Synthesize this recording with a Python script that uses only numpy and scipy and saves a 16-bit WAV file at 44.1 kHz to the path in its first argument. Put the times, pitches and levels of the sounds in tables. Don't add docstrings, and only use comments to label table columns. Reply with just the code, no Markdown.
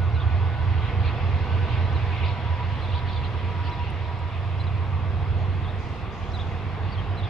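import sys
import numpy as np
from scipy import signal
from scipy.fft import rfft, irfft, next_fast_len
from scipy.io import wavfile
from scipy.ndimage import uniform_filter1d, map_coordinates

SR = 44100
rng = np.random.default_rng(int(sys.argv[2]) if len(sys.argv) > 2 else 0)


def generate_wav(signal):
    frames = np.transpose(np.atleast_2d(signal))
    scaled = np.clip(frames, -1, 1) * 32767
    pcm = np.round(scaled).astype(np.int16)
    wavfile.write(sys.argv[1], SR, pcm)


N = 321489
TIME = np.arange(N) / SR
# f/Hz, left-right level/dB, left phase lead/rad, coherence
PORT_RESPONSE = [(12, -5.6, 0, .75), (35, -5.6, 1.4, .75), (65, -5.2, .85, .93), (110, -3.8, .7, .95),
                 (250, -.5, .6, .84), (420, -.7, .36, .92), (1000, -.3, .25, .89), (1600, 1, .32, .62),
                 (2500, 0, .3, .68), (4000, .1, .15, .45), (7000, .5, 0, .2)]


def diesels():
    # order, starting level/dB, decay/(dB/s)
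    second_orders = [(11, -34.5, .2), (12, -36, 1.3), (13, -28, 0), (15, -36.5, .9), (16, -36.5, 1.2),
                     (17, -32, 1.6), (19, -42, .3), (20, -44, .7)]
    leading_orders = [(11, -31.5, 0), (12, -38, 0), (13, -32, .2)]
    # t/s, gain/dB
    second_path = [(0, 1), (1.9, .5), (2.7, -2), (4.3, -3), (4.75, 2), (5.6, -1), (6.1, -13), (7.29, -5)]
    leading_path = [(0, 1), (3.3, -4), (4.4, -12), (5.7, -13), (6.2, -4), (7.29, -3)]
    second = exhaust(ramp(6.722, .0805), second_orders, second_path)
    return second + exhaust(ramp(6.915, .148), leading_orders, leading_path)


def exhaust(cycle_hz, orders, path):
    crank = 2 * np.pi * (np.cumsum(cycle_hz) / SR + rng.random()) + .015 * wobble(3)
    drone = 0
    for order, db, decay in orders:
        level = amp(ramp(db, -decay) + 1.6 * wobble(4))
        lag_rad = np.pi / 8 * (order - 13) ** 2
        drone += level * np.sin(order * crank - lag_rad + .12 * wobble(3))
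    return np.sqrt(2) * amp(*curves(path)) * drone


def whines():
    # t/s, level/dB
    blower_levels = [(0, -56), (.4, -51), (1.3, -52), (1.6, -47), (2.1, -49), (2.3, -45), (2.65, -45),
                     (2.87, -50), (2.92, -43), (3.35, -43), (3.39, -56), (3.44, -43), (3.78, -44),
                     (3.92, -55), (4.1, -45.5), (4.35, -53), (5.3, -66)]
    half_levels = [(0, -56), (.8, -54), (1.4, -51), (2.3, -55), (3, -62), (7.29, -75)]
    turbo_levels = [(0, -52), (.65, -51), (1.05, -58), (1.5, -52), (1.8, -49), (2.05, -55), (3.9, -63),
                    (5.5, -80)]
    blower_hz, turbo_hz = ramp(990, -6), ramp(1467, 31.5)
    blower = amp(*curves(blower_levels)) * tone(blower_hz, drift_rad=.65, flutter_db=4, rate=36)
    blower += amp(*curves(half_levels)) * tone(blower_hz / 2, drift_rad=1.9, flutter_db=4, rate=25)
    return blower + amp(*curves(turbo_levels)) * tone(turbo_hz, drift_rad=.95, flutter_db=3.5, rate=28)


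def housings():
    # f/Hz, bandwidth/Hz, level/dB
    modes = [(2135, 150, 1), (2540, 270, -2.5), (3260, 180, -4.5)]
    response = lambda f: sum(amp(db) * resonance(f, hz, width) for hz, width, db in modes)
    level = amp(ramp(-52, -.9) + 1.7 * wobble(2))
    return level * unit(filtered(spread(rng.standard_normal((2, N))), response))


def rolling():
    # t/s, roar level/dB, rumble level/dB, hiss level/dB
    levels = [(0, -39.5, -35, -43), (1.5, -39.5, -35, -38.5), (3.3, -42.5, -35.5, -40.5),
              (3.9, -44, -35, -41), (4.4, -41.5, -33.5, -43), (6.2, -42, -34, -44),
              (7.1, -40.5, -33.5, -42.5)]
    # f/Hz, relative spectral density/dB
    rumble_spectrum = [(15, -19), (30, -5.5), (50, 6), (70, 5), (95, 1), (130, 2.5), (150, 0), (190, -4),
                       (260, -10.5), (480, -9.5), (560, -17.5), (700, -64.5)]
    roar_spectrum = [(400, -49), (560, -4), (680, 6), (900, 3), (1170, 4), (1330, -3.5), (1480, -3),
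                     (1650, -5.5), (2000, -11), (3000, -91.5)]
    hiss_spectrum = [(900, -2.5), (1250, -3), (1510, -9), (1680, -7.5), (1950, -3), (2300, -4.5),
                     (2810, -5.5), (3050, -10), (3400, -8), (4200, -15), (5370, -24), (6200, -33),
                     (7000, -38), (11800, -120)]
    roar_db, rumble_db, hiss_db = curves(levels)
    rumble = amp(rumble_db + 1.3 * wobble(1.154)) * rush(rumble_spectrum, patchy_db=.26)
    roar = amp(roar_db + .084 * wobble(3.7)) * rush(roar_spectrum, patchy_db=1.4)
    hiss = amp(hiss_db + .26 * wobble(8)) * rush(hiss_spectrum, patchy_db=1.4)
    return rumble + roar + hiss


def rattle(clinks_per_s=1300):
    # t/s, duration/s, level/dB, centre f/Hz
    rasps = [(0.602, 0.36, -59, 2860), (0.795, 0.12, -48, 3320), (1.025, 0.084, -48, 3930),
             (1.034, 0.088, -47, 2540), (1.189, 0.039, -48, 2950), (1.598, 0.2, -52.5, 3500),
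             (1.6, 0.22, -49, 2454), (1.715, 0.05, -45.5, 2430), (1.718, 0.045, -55, 4370),
             (.83, .14, -47.5, 2137), (2.089, 0.24, -43.5, 2465), (2.099, 0.2, -50.5, 3290),
             (2.221, 0.12, -46, 3710), (2.454, 0.049, -56.5, 3400), (2.738, 0.1, -57.5, 3310),
             (2.901, 0.11, -45.5, 3610), (3.062, 0.14, -50, 4010), (3.228, 0.046, -46, 3430),
             (3.337, 0.14, -54, 3390), (3.624, 0.095, -49, 2890), (3.632, 0.069, -53, 4320),
             (3.775, 0.15, -48, 2680)]
    pair, t = np.zeros((2, N)), np.arange(900) / SR
    for start, length, db, centre_hz in rasps:
        draws = rng.random((2, 900, 3, 1))[:, :round(clinks_per_s * length)]
        pitch, when, strength = np.moveaxis(draws, 2, 0)
        hz = centre_hz * ((pitch + .01) / (1.01 - pitch)) ** .065
        clinks = amp(14 * strength) * np.sin(np.pi * when) ** .6 * np.sin(2 * np.pi * hz * t)
        clinks *= np.exp(-t * hz / 12) * (1 - np.exp(-t / .0008))
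        samples = ((start + length * when) * SR).astype(int) + np.arange(len(t))
        swarm = np.array([np.bincount(at.ravel(), c.ravel(), N)[:N] for at, c in zip(samples, clinks)])
        pair += amp(db) * unit(swarm) * np.sqrt(length * SR / N)
    return spread(pair)


def panel(start=2.12, length=.16, hz=2110, db=-49):
    swell = np.sin(np.pi * progress(TIME, start, length)) ** .5
    return amp(db) * swell * tone(np.full(N, hz), drift_rad=.6, flutter_db=2, rate=30)


def squeaks():
    # t/s, duration/s, start f/Hz, middle f/Hz, end f/Hz, level/dB
    glides = [(.895, .03, 1900, 2150, 2500, -48), (1.034, .034, 2150, 2400, 2080, -46),
              (1.072, .04, 2100, 2600, 2480, -45), (1.725, .025, 2600, 2500, 2300, -46),
              (2.103, .052, 1950, 2550, 2800, -46), (2.222, .034, 2550, 2740, 2650, -44),
              (2.25, .022, 4200, 4350, 4300, -53), (2.92, .03, 2750, 2700, 2650, -49),
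              (3.22, .03, 2700, 2750, 2800, -50), (3.665, .025, 2900, 2850, 2800, -48)]
    out = np.zeros((2, N))
    for start, length, *hz, db in glides:
        place(out, start, whistle(length, hz, tremor_hz=1200, burr=.6), db)
    return out


def squeal(attack_s=.023, release_s=.065, fade_db=9, boost_db=3.5):
    # t/s, duration/s, starting level/dB, f/Hz of the boosted, singing mode
    rubs = [(5.36, .32, -73, 6750), (5.775, .3, -58.5, 4490), (6.102, .5, -63, 4970),
            (6.12, .85, -72, 6590)]
    # f/Hz, bandwidth/Hz, level/dB
    wheel_modes = [(4490, 70, -2), (4970, 90, -2), (5850, 130, -11), (6590, 60, -11), (6750, 60, -14),
                   (7500, 400, -30)]
    friction, out = spread(rng.standard_normal((2, N))), 0
    for start, length, db, singing_hz in rubs:
        def wheel(f):
            high_pass = 1 / (1 + (.85 * singing_hz / (f + 1)) ** 12)
            scrape = .2 * np.exp(-((f - 5500) / 1500) ** 2)
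            ring = sum(amp(level + boost_db * (hz == singing_hz)) * resonance(f, hz, width)
                       for hz, width, level in wheel_modes)
            return high_pass * (scrape + ring)
        gate = progress(TIME, start, attack_s) * np.clip((start + length - TIME) / release_s, 0, 1)
        level = amp(db - fade_db * progress(TIME, start, length))
        out += gate * level * unit(filtered(friction, wheel))
    return out


def sparrows(echo_db=-8.5, reverb_s=.22):
    # t/s, duration/s, start, middle and end f/Hz, part (0 first, 1 second, 2 flicks)
    call_notes = [(0, .013, 5000, 5450, 5950, 2), (.019, .043, 3950, 3950, 3300, 0),
                  (.06, .009, 5200, 4750, 5400, 2), (.075, .018, 3200, 3550, 3950, 1),
                  (.091, .023, 3950, 3430, 3380, 1), (.102, .004, 4600, 5200, 6000, 2)]
    # t/s, level/dB of each of the three parts, pitch factor
    calls = [(.122, -53, -46, -68, 1.0), (1.922, -52, -55, -65, 1.01), (2.796, -52, -52, -69, 1.03),
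             (3.692, -52, -55, -60, 1.0), (6.313, -46, -43.5, -58, 1.0), (7.152, -49, -46, -70, 1.01)]
    # t/s, duration/s, start, middle and end f/Hz, level/dB, left-right level/dB
    chirp_notes = [(3.082, .036, 3600, 3520, 3400, -48, 0), (3.163, .024, 3600, 3460, 3350, -46, 0),
                   (3.243, .014, 4200, 4100, 3900, -49, 0), (4.596, .028, 3950, 4080, 3880, -47, 0),
                   (4.667, .018, 3980, 3800, 3400, -50, 0), (5.638, .035, 3850, 3450, 3100, -51, 0),
                   (5.673, .045, 3150, 3680, 3000, -52, 0), (4.578, .012, 5000, 5400, 5800, -65, 0),
                   (4.638, .009, 5200, 4700, 5300, -55, 0), (6.917, .024, 4300, 4600, 4400, -53, 6),
                   (6.938, .028, 4400, 3700, 3100, -55, 6), (6.977, .027, 2950, 3250, 2950, -46, 6)]
    direct = np.zeros((2, N))
    for start, *parts_db, pitch in calls:
        for delay, length, *hz, part in call_notes:
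            place(direct, start + delay, whistle(length, pitch * np.array(hz)), parts_db[part])
    for start, length, *hz, db, pan_db in chirp_notes:
        place(direct, start, whistle(length, hz), db, pan_db)
    t = np.arange(SR // 4) / SR
    tail = rng.standard_normal((2, len(t))) * amp(-60 * t / reverb_s)
    echo = signal.fftconvolve(direct, tail / np.linalg.norm(tail[0]), axes=1)[:, :N]
    return direct + amp(echo_db) * echo


def whistle(length, hz, tremor_hz=400, burr=.42):
    u = np.linspace(0, 1, round(length * SR))
    glide_hz = np.polyval(np.polyfit([0, .5, 1], hz, 2), u)
    tremor = uniform_filter1d(tremor_hz * rng.standard_normal(len(u)), size=40)
    phase = 2 * np.pi * np.cumsum(glide_hz + tremor) / SR
    octave = amp(-30) * np.exp(-((2 * glide_hz - 8100) / 450) ** 2)
    note = np.abs(np.sin(np.pi * u)) ** .45 * (np.sin(phase) + octave * np.sin(2 * phase))
    note *= 1 + burr * np.sin(phase / 24 + 2 * np.pi * rng.random())
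    return unit(note)


def swells(width_hz=900):
    # t/s, duration/s, start f/Hz, end f/Hz, level/dB
    sweeps = [(.5, .55, 8300, 12000, -86), (2.68, .3, 8200, 8850, -79), (2.9, .72, 8900, 9600, -81),
              (5.7, .38, 7600, 8600, -78), (6.45, .7, 8600, 8900, -85)]
    hz, t, spectra = signal.stft(rng.standard_normal((2, N)), SR, nperseg=512)
    gain = 0
    for start, length, start_hz, end_hz, db in sweeps:
        u = progress(t, start, length)
        centre_hz = start_hz + (end_hz - start_hz) * u
        band = np.exp(-((hz[:, None] - centre_hz) / width_hz) ** 2)
        gain += amp(db) * np.sin(np.pi * u) ** .5 * band / np.sqrt(np.mean(band ** 2, axis=0))
    return signal.istft(spectra * gain, SR, nperseg=512)[1][:, :N]


def camera():
    # f/Hz, relative spectral density/dB
    hiss_spectrum = [(4500, -49), (6500, -17), (8000, -13), (10000, -19), (13000, -27.5), (15400, -39.5)]
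    # f/Hz, level/dB
    motor_tones = [(6595, -90), (6697, -93), (6788, -92), (6891, -93), (7192, -96), (7494, -97),
                   (8489, -100), (8689, -101), (8990, -100), (9292, -100), (9588, -101), (10191, -101)]
    # t/s, level/dB, f/Hz, left-right level/dB
    ticks = [(3.904, -47, 9400, -25), (4.193, -47, 7500, -13)]
    hiss_level = amp(-78.5 + .7 * wobble(4) + 1.1 * wobble(6.4))
    out = hiss_level * unit(filtered(rng.standard_normal((2, N)), lambda f: amp(along(hiss_spectrum, f))))
    out += sum(amp(db) * tone(np.full(N, hz), drift_rad=.7, flutter_db=3, rate=14) for hz, db in motor_tones)
    t = np.arange(200) / SR
    envelope = amp(-60 * t / .0028) * (1 - np.exp(-t / .00019))
    for start, db, hz, pan_db in ticks:
        place(out, start, envelope * np.sin(2 * np.pi * hz * t), db, pan_db)
    return out


def tone(hz, drift_rad, flutter_db, rate):
    phase = 2 * np.pi * (np.cumsum(hz) / SR + rng.random()) + drift_rad * wobble(rate)
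    return np.sqrt(2) * amp(flutter_db * wobble(rate)) * np.sin(phase)


def rush(spectrum, patchy_db):
    spectra = signal.stft(rng.standard_normal((2, N)), nperseg=512)[2]
    patches = uniform_filter1d(rng.standard_normal(spectra.shape[1:]), size=5, axis=0)
    patches = uniform_filter1d(patches, size=12, axis=1)
    pair = signal.istft(spectra * amp(patchy_db * unit(patches)), nperseg=512)[1][:, :N]
    return unit(spread(filtered(pair, lambda f: amp(along(spectrum, f)))))


def spread(pair):
    angle = lambda f: np.arccos(np.clip(along(PORT_RESPONSE, f, column=3), 0, 1)) / 2
    mid, side = filtered(pair, lambda f: np.array([np.cos(angle(f)), np.sin(angle(f))]))
    return np.array([mid + side, mid - side])


def place(out, start, sound, db, pan_db=0):
    span = out[:, round(start * SR):][:, :len(sound)]
    span += (amp(db + np.array([[pan_db / 2], [-pan_db / 2]])) * sound)[:, :span.shape[1]]


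def resonance(f, hz, width):
    return (1j * f * width / (hz * hz - f * f + 1j * f * width)) ** 2


def filtered(x, response):
    edge = SR // 4
    size = next_fast_len(N + 2 * edge)
    padded = np.pad(x, [(0, 0)] * (x.ndim - 1) + [(edge, edge)], "reflect")
    return irfft(rfft(padded, size) * response(np.fft.rfftfreq(size, 1 / SR)), size)[..., edge:edge + N]


def wobble(rate):
    coarse, knots = TIME[::32], rng.standard_normal(int(N * rate / SR) + 4)
    return np.interp(TIME, coarse, map_coordinates(knots, [coarse * rate]))


def along(points, hz, column=1):
    table = np.transpose(points)
    return np.interp(np.log(hz + 1), np.log(table[0] + 1), table[column])


def curves(rows):
    times, *columns = np.transpose(rows)
    return [np.interp(TIME, times, column) for column in columns]


def ramp(start, per_s):
    return start + per_s * TIME


def progress(t, start, length):
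    return np.clip((t - start) / length, 0, 1)


def amp(db):
    return 10 ** (np.asarray(db) / 20)


def unit(x):
    return x / np.sqrt(np.mean(x ** 2) + 1e-20)


def scene():
    engines = diesels() + whines() + housings()
    outside = engines + rolling() + rattle() + panel() + squeaks() + squeal() + swells() + sparrows()
    half = np.array([[.5], [-.5]])
    gain = lambda f: amp(half * along(PORT_RESPONSE, f))
    lead_rad = lambda f: half * along(PORT_RESPONSE, f, column=2)
    return filtered(outside, lambda f: gain(f) * np.exp(1j * lead_rad(f))) + camera()


def record(dry, cutoff_hz=15480):
    return filtered(dry, lambda f: f < cutoff_hz)


dry = scene()
out = record(dry)
generate_wav(out)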